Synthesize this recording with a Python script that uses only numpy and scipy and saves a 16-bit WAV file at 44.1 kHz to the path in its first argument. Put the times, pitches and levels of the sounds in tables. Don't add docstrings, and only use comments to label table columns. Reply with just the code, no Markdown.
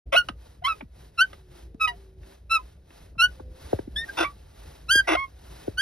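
import sys
import numpy as np
from scipy import signal
from scipy.fft import rfft, irfft, next_fast_len
from scipy.io import wavfile

SR = 44100
rng = np.random.default_rng(int(sys.argv[2]) if len(sys.argv) > 2 else 0)


def wav_out(sig):
    wavfile.write(sys.argv[1], SR, np.round(np.clip(np.atleast_2d(sig).T, -1, 1) * 32767).astype(np.int16))


N = 256220
TIME = np.arange(N) / SR
TOP_HZ = 15800

# (frequency [Hz], gain [dB])
PLASTIC_SPECTRUM = [(150, -23), (500, -.5), (1500, 2), (2800, 1), (4000, -7), (4700, -18), (5900, -15),
                    (7200, -36), (9000, -14), (12500, -27), (14500, -41), (16000, -50)]


def undb(db):
    return 10 ** (np.asarray(db) / 20)


def unit(x):
    return x / (np.std(x) + 1e-12)


def gain_at(hz, points):
    f, db = np.transpose(points)
    return undb(np.interp(np.log(np.maximum(hz, 1)), np.log(f), db))


def lowpass(f, edge_hz):
    return 1 / (1 + (f / edge_hz) ** 4)


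def resonance(f, hz, width):
    return 1j * f * width / (hz ** 2 - f ** 2 + 1j * f * width)


def filtered(x, response):
    size = next_fast_len(len(x) + SR // 8)
    return irfft(rfft(x, size) * response(np.fft.rfftfreq(size, 1 / SR)), size)[:len(x)]


def noise(points, count=N):
    white = rng.standard_normal(max(count, SR // 5))
    return unit(filtered(white, lambda f: gain_at(f, points)))[:count]


def wander(count, hz):
    white = rng.standard_normal(max(count, SR // 5))
    return unit(filtered(white, lambda f: lowpass(f, hz)))[:count]


def burst(count, t60):
    return rng.standard_normal(count) * np.exp(-np.log(1000) * TIME[:count] / t60)


def add(out, start, x):
    i = int(start * SR)
    out[i:i + len(x)] += x[:max(N - i, 0)]


def course(length):
    t = np.arange(0, length, 1 / SR)
    return t, t / length, np.clip(np.minimum(t, length - t) / .003, 0, 1)


def sag(t, attack, release):
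    return np.maximum(1 - t / attack, 0) ** 1.5 + np.maximum(1 - (t[-1] - t) / release, 0) ** 1.2


def glide(progress, first_hz, last_hz, bow_hz):
    return first_hz + (last_hz - first_hz) * progress + 4 * bow_hz * progress * (1 - progress)


def rumble(gain_db=1, apart_db=-21, swell_db=2.75):
    # (frequency [Hz], relative level [dB])
    spectrum = [(20, -22.5), (35, -14), (47, -1.5), (56, 7), (68, -1), (90, -6), (115, -13), (150, -11),
                (230, -25), (380, -23.5), (600, -28.5), (1000, -50.5), (3000, -56.5), (6000, -77)]
    # (time [s], relative level [dB])
    levels = [(.25, -44), (.56, -51.5), (1.4, -50), (2.25, -48.5), (2.75, -52), (3.45, -44.5), (4.8, -48),
              (5.8, -47)]
    pair = noise(spectrum) + undb(apart_db) * np.array([noise(spectrum), noise(spectrum)])
    return pair * undb(np.interp(TIME, *np.transpose(levels)) + gain_db + swell_db * wander(N, 9))


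def rustle(gain_db=5, rest_db=-77):
    # (frequency [Hz], relative level [dB])
    cloth = [(200, 2.5), (500, 9), (800, 4.5), (1500, -2.5), (2800, -3.5), (4000, -3.5), (7000, -12),
             (12000, -11), (14500, -20.5), (16000, -27)]
    # (middle [s], half length [s], relative level [dB])
    strokes = [(0.264, .06, -61.5), (0.471, 0.093, -61), (.76, 0.064, -59), (1.02, 0.08, -60.5),
               (1.289, 0.14, -60.5), (1.579, .08, -57.5), (1.98, 0.11, -64.5), (2.302, .08, -59),
               (2.635, 0.11, -62), (2.99, 0.098, -58.5), (3.328, .1, -60), (3.693, 0.13, -52.5),
               (4.144, 0.17, -52), (4.446, 0.25, -65), (4.688, 0.14, -55), (5.086, 0.26, -59.5),
               (5.578, 0.17, -54)]
    power = sum((undb(db) * np.exp(-((TIME - middle) / half) ** 2)) ** 2 for middle, half, db in strokes)
    envelope = np.sqrt(undb(rest_db) ** 2 + power)
    return noise(cloth) * envelope * undb(gain_db + wander(N, 40))


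def bracket(kicks, plastic_db, radiating_hz=5200):
    # (frequency [Hz], width [Hz], gain [dB])
    modes = [(317, 32, 5.5), (538, 100, 6), (666, 79, 7), (899.6, 350, 0), (1145, 120, 3.5),
             (1245, 25, 9.5), (1387, 180, -1), (1562, 26, 3.5), (1932, 15, -1.5), (2270, 280, -2),
             (2714, 55, 7), (2850, 150, -1.5), (3460, 55, 4.5), (3610, 150, -14), (3923, 90, -10),
             (5430, 960, -13.5)]

    def response(f):
        swings = ((-1) ** k * undb(db) * resonance(f, hz, wide) for k, (hz, wide, db) in enumerate(modes))
        return sum(swings) * lowpass(f, radiating_hz)
    haze = burst(SR // 16, t60=.028)
    ringing = signal.fftconvolve(kicks, haze / np.linalg.norm(haze))[:len(kicks)]
    plastic = filtered(ringing, lambda f: gain_at(f, PLASTIC_SPECTRUM))
    return filtered(kicks, response) + undb(plastic_db) * plastic


def creaks(scatter=.57, spread_db=11, depth_db=23.5):
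    # (start [s], length [s], free slip rate [Hz], slowest rate [Hz], delay until slowest [s],
    #   half width of the slowdown [s], attack [s], release [s], level [dB], unevenness [0-1])
    binds = [ (0.12, .060, 1378, 544.3, .014, .022, 0.0067, .034, -18.5, 0.2),
             (4.167, .094, 1098, 317.6, .044, .025, 0.011, .030, -21.5, .32),
             (5.068, 0.099, 1033, 312.6, .047, .035, .011, .030, -19.5, .2)]
    out = np.zeros(N)
    for start, length, free_hz, slowest_hz, delay, width, attack, release, db, uneven in binds:
        t, _, gate = course(length)
        binding = np.exp(-np.abs((t - delay) / width) ** 3)
        hz = free_hz * (slowest_hz / free_hz) ** binding
        slips, i = np.zeros(len(t)), 0
        for late, size in rng.standard_normal((SR // 100, 2)):
            if i >= len(t):
                break
            slips[i] = undb(spread_db * uneven * size) / np.sqrt(hz[i])
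            i += 1 + int(SR / hz[i] * np.exp(scatter * uneven * late))
        strength = undb(db - depth_db * sag(t, attack, release)) * gate
        sound = bracket(np.pad(slips * strength, (0, SR // 10)), plastic_db=-7.5)
        add(out, start, sound * np.sqrt(np.sum(strength ** 2) / np.sum(sound ** 2)))
    return out


def slip_tone(hz, second_db, upper_db, rough, jitter=.083, waver=.002, shimmer=.44, flutter_hz=330):
    # (frequency [Hz], relative level [dB])
    overtones = [(2900, 16), (4200, -0.5), (5200, -5), (6400, -13), (7400, -25), (8500, -12), (9700, -12.5),
                 (11500, -17.5), (14500, -28), (16000, -36)]
    count = len(hz)
    shake = jitter * rough * wander(count, flutter_hz) + waver * wander(count, 120)
    phase = 2 * np.pi * np.cumsum(hz * (1 + shake)) / SR
    orders = np.arange(1, 16)[:, None]
    upper = gain_at(orders[2:] * hz, overtones) * (orders[2:] * hz < TOP_HZ)
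    db_per_octave = .2 * np.minimum(upper_db + 10, 0)
    upper *= undb(db_per_octave * np.log2(orders[2:]))
    upper *= undb(upper_db) / np.linalg.norm(upper, axis=0)
    sizes = np.vstack([np.ones(count), undb(second_db), upper])
    own = np.array([wander(count, flutter_hz) for _ in orders])
    sizes *= 1 + shimmer * rough * (wander(count, flutter_hz) + .38 * own)
    stack = np.sum(sizes * np.sin(orders * phase + rng.uniform(0, 2 * np.pi, orders.shape)), axis=0)
    scrape = undb(-7) * rough * noise(PLASTIC_SPECTRUM, count)
    return np.sqrt(2) * stack + scrape


def squeaks(depth_db=31.5, grip_hz=55, grip_db=.8, colour_db=1.4, catch_rough=.35, catch_s=.012):
    # (start [s], length [s], pitch at the catch [Hz], delay until the jump [s],
    #   jump time [s], pitch after it [Hz], last pitch [Hz], bow of the glide [Hz], attack [s],
    #   release [s], level [dB], swell [dB], second harmonic [dB re fundamental],
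    #   higher ones [dB re fundamental], fade of both by the end [dB], roughness [0-1])
    slides = [ (0.142, 0.023, 603.4, 0.0049, .004, 667.4, 730, 0.5, 0.0049, .009, -19, -1, -10.5, -15, -7, 0),
              (0.148, 0.091, 1290, .018, 0.0028, 1464, 1376, 13, 0.016, 0.047, -18, -0.5, 3, -11, 24.5, 0.08),
              (.617, 0.032, 686, 0.0046, .005, 687, 790, 4, 0.01, 0.023, -36, 5, -21, -28, -2, 0),
              (0.636, 0.069, 1010, 0.027, .008, 1126, 1150, -1.5, 0.015, .030, -21, 12, -1, -1, 69, 0.11),
              (0.671, 0.08, 1279, 0.0085, .004, 1327, 1210, 29, 0.012, 0.027, -24.5, -3.5, -9.5, -18.5, -3, .12),
              (1.174, .085, 1352, 0.032, 0.0057, 1458, 1502, 53, .021, 0.038, -14, 13.5, 0, -10.5, 38.5, 0.03),
              (1.796, 0.1, 1300, 0.0045, 0.0067, 1284, 1215, 23.5, 0.022, 0.041, -19, 5.5, -0.5, -12.5, 26, 0),
              (1.871, 0.064, 1000, 0.012, 0.0046, 951, 953.5, 11.5, 0.0068, 0.044, -29, 5, 2.5, 3.5, 19, 0.05),
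              (1.863, 0.11, 736, 0.013, .006, 775, 690, -17, .008, 0.033, -47.5, -2, -21, -23, 10, 0.4),
              (2.495, .100, 1327, 0.041, .004, 1369, 1230, -11, 0.027, 0.022, -20, -2.5, 1, -8, 22.5, 0.03),
              (2.575, 0.051, 1097, .008, 0.0067, 1028, 1003, 0, 0.017, 0.029, -38, 8.5, -25, -27, 3, 0),
              (3.179, 0.11, 1346, 0.039, .005, 1453, 1493, 0, 0.026, 0.041, -17, 6, 2.5, -10.5, 20.5, 0.01),
              (3.956, 0.1, 1711, 0.015, 0.0029, 1775, 1863, 3, 0.0079, 0.012, -32.5, 3, 6, -8, 60, 0),
              (4.075, 0.05, 1646, 0.0075, .006, 1597, 1612, -9, 0.023, 0.027, -30, 7, -36, -24, 10, 0.03),
              (4.229, 0.095, 987, 0.016, .006, 1152, 1153, 2, 0.024, 0.09, -20, 2, -3, -18.5, 68, 0.15),
              (4.882, 0.14, 1285, 0.021, .012, 1557, 1546, 61, 0.021, 0.019, -17.5, 9, 0, -5.5, 21.5, 0.01),
              (5.031, 0.049, 2085, .012, .008, 1940, 1890, -2, 0.021, .018, -51.5, -2, -33, -35, 3, .08),
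              (5.148, 0.024, 594.3, 0.0044, 0.0036, 661, 834, -6, 0.0054, 0.015, -21, -16, -8, -9.5, 0, 0),
              (5.158, 0.13, 1044, 0.0206, 0.015, 1090, 1050, 23, 0.014, 0.047, -29, -6, -1, -17, 15, 0.03),
              (5.77, 0.076, 1478, 0.022, .007, 1592, 1635, 10, 0.016, 0.027, -24.5, -2.5, -4, -11, -11, 0.01)]
    out = np.zeros(N)
    for (start, length, catch_hz, delay, jump, first_hz, last_hz, bow_hz,
         attack, release, db, swell_db, second_db, upper_db, fade_db, rough) in slides:
        t, progress, gate = course(length)
        sliding_hz = glide(np.clip((t - delay) / (length - delay), 0, 1), first_hz, last_hz, bow_hz)
        jumped = .5 * (1 + np.tanh((t - delay) / jump))
        hz = catch_hz + (sliding_hz - catch_hz) * jumped
        level = db + swell_db * (progress - .5) - depth_db * sag(t, attack, release)
        fade = fade_db * progress ** 3.2
        level += grip_db * wander(len(t), grip_hz)
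        second = second_db - fade + colour_db * wander(len(t), grip_hz)
        upper = upper_db - fade + colour_db * wander(len(t), grip_hz)
        roughness = rough + catch_rough * np.exp(-t / catch_s)
        add(out, start, slip_tone(hz, second, upper, roughness) * undb(level) * gate)
    return out


def thud(centre_hz, cycles, octaves=.44, boom_db=-1, boom_hz=95, panel_db=-14, panel_hz=220):
    def response(f):
        bump = lambda hz: np.exp(-.5 * (np.log2((f + 1) / hz) / octaves) ** 2)
        body = bump(centre_hz) + undb(boom_db) * bump(boom_hz) + undb(panel_db) * bump(panel_hz)
        return body * np.exp(-2j * np.pi * cycles * np.log(f + 35))
    wave = filtered(signal.unit_impulse(SR // 8), response)
    return wave / np.max(np.abs(wave))


def tick(top_hz):
    chatter = burst(SR // 8, t60=.022)
    wave = filtered(bracket(chatter, plastic_db=3), lambda f: lowpass(f, top_hz))
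    return wave / np.max(np.abs(wave))


def knocks():
    # (time [s], thud peak [dB], thud centre [Hz], chirp length [cycles per e-fold of pitch],
    #   tick peak [dB], tick's upper edge [Hz])
    blows = [(.286, -34.5, 250, 4.6, -17, 11600), (0.807, -36.5, 241.7, 7.1, -26.5, 2346),
             (1.33, -61.5, 300.8, 2.4, -32, 15000), (1.746, -32, 245.4, 0.97, -51.5, 1014),
             (2.232, -60, 298, 1.7, -48, 11000), (2.904, -53.5, 298, 2.2, -46, 10300),
             (3.153, -40.5, 147, 4.5, -48, 894), (3.397, -33.5, 403, 3.5, -36, 1240),
             (3.728, -9, 484, 2.8, -37, 2510), (3.788, -20.5, 403, 2.6, -34, 2230),
             (3.874, -28.5, 288, 2, -49.5, 2030), (4.953, -19.5, 402.5, 1.9, -64, 1500),
             (5.677, -16.5, 408.4, 2.6, -46.5, 2200)]
    out = np.zeros(N)
    for start, thud_db, centre_hz, cycles, tick_db, top_hz in blows:
        add(out, start, undb(thud_db) * thud(centre_hz, cycles) + undb(tick_db) * tick(top_hz))
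    return out


def whines():
    # (start [s], length [s], first pitch [Hz], last pitch [Hz], bow of the glide [Hz], level [dB])
    tones = [(1.25, 0.54, 412, 319.5, -9, -61.5), (1.68, 0.7, 480, 399, -54, -59),
             (3.34, 0.287, 538, 540, -32, -57.5)]
    out = np.zeros(N)
    for start, length, first_hz, last_hz, bow_hz, db in tones:
        _, progress, _ = course(length)
        phase = 2 * np.pi * np.cumsum(glide(progress, first_hz, last_hz, bow_hz)) / SR
        swell = np.sqrt(np.sin(np.pi * progress))
        add(out, start, swell * undb(db) * np.sqrt(2) * np.sin(phase))
    return out


def footwell(x, early_db=-16, cabin_db=-35):
    count = SR // 4
    out = []
    for _ in range(2):
        early = burst(count, t60=.1) * (TIME[:count] > .001)
        late = burst(count, t60=.12)
        echo = undb(early_db) * early / np.linalg.norm(early)
        echo += undb(cabin_db) * late / np.linalg.norm(late)
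        out.append(signal.fftconvolve(x, echo)[:N])
    return np.array(out)


def ports(x):
    # (frequency [Hz], phase lead [rad], level [dB])
    bias = [(0, 0, 0), (200, -.5, 1), (310, -.7, 2), (430, -2.7, 2), (690, -1.9, 1), (920, -1.7, .5),
            (1400, .3, 1), (1900, .6, 0), (2500, 1.2, 1), (4000, .9, 1), (5400, .5, 1.5), (7200, 3.1, 0),
            (16000, 13.1, 0)]
    # (frequency [Hz], width [Hz], depth [dB])
    left_dips = [(1090, 110, -5), (1265, 110, -12), (2260, 220, -9), (2850, 260, -13), (3250, 180, -10),
                 (4400, 240, -13)]
    # (frequency [Hz], width [Hz], depth [dB])
    right_dips = [(2470, 70, -6), (2700, 70, -5), (3570, 130, -6), (4200, 130, -5)]
    bias_hz, lead, tilt_db = np.transpose(bias)

    def path(f, dips, share):
        gain = undb(share * np.interp(f, bias_hz, tilt_db))
        phase = share * np.interp(f, bias_hz, lead)
        notches = [1 - (1 - undb(db)) * resonance(f, hz, width) for hz, width, db in dips]
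        return gain * np.exp(1j * phase) * np.prod(notches, axis=0)
    left = filtered(x[0], lambda f: path(f, left_dips, share=.5))
    right = filtered(x[1], lambda f: path(f, right_dips, share=-.39))
    return np.array([left, right])


def scene():
    near = squeaks() + creaks() + knocks() + rustle()
    return ports(near + footwell(near)) + rumble() + whines()


def record(dry):
    opening = np.clip((TIME - .056) / .015, 0, 1)
    return signal.sosfilt(signal.ellip(8, .2, 70, TOP_HZ, fs=SR, output="sos"), dry * opening)


dry = scene()
out = record(dry)
wav_out(out)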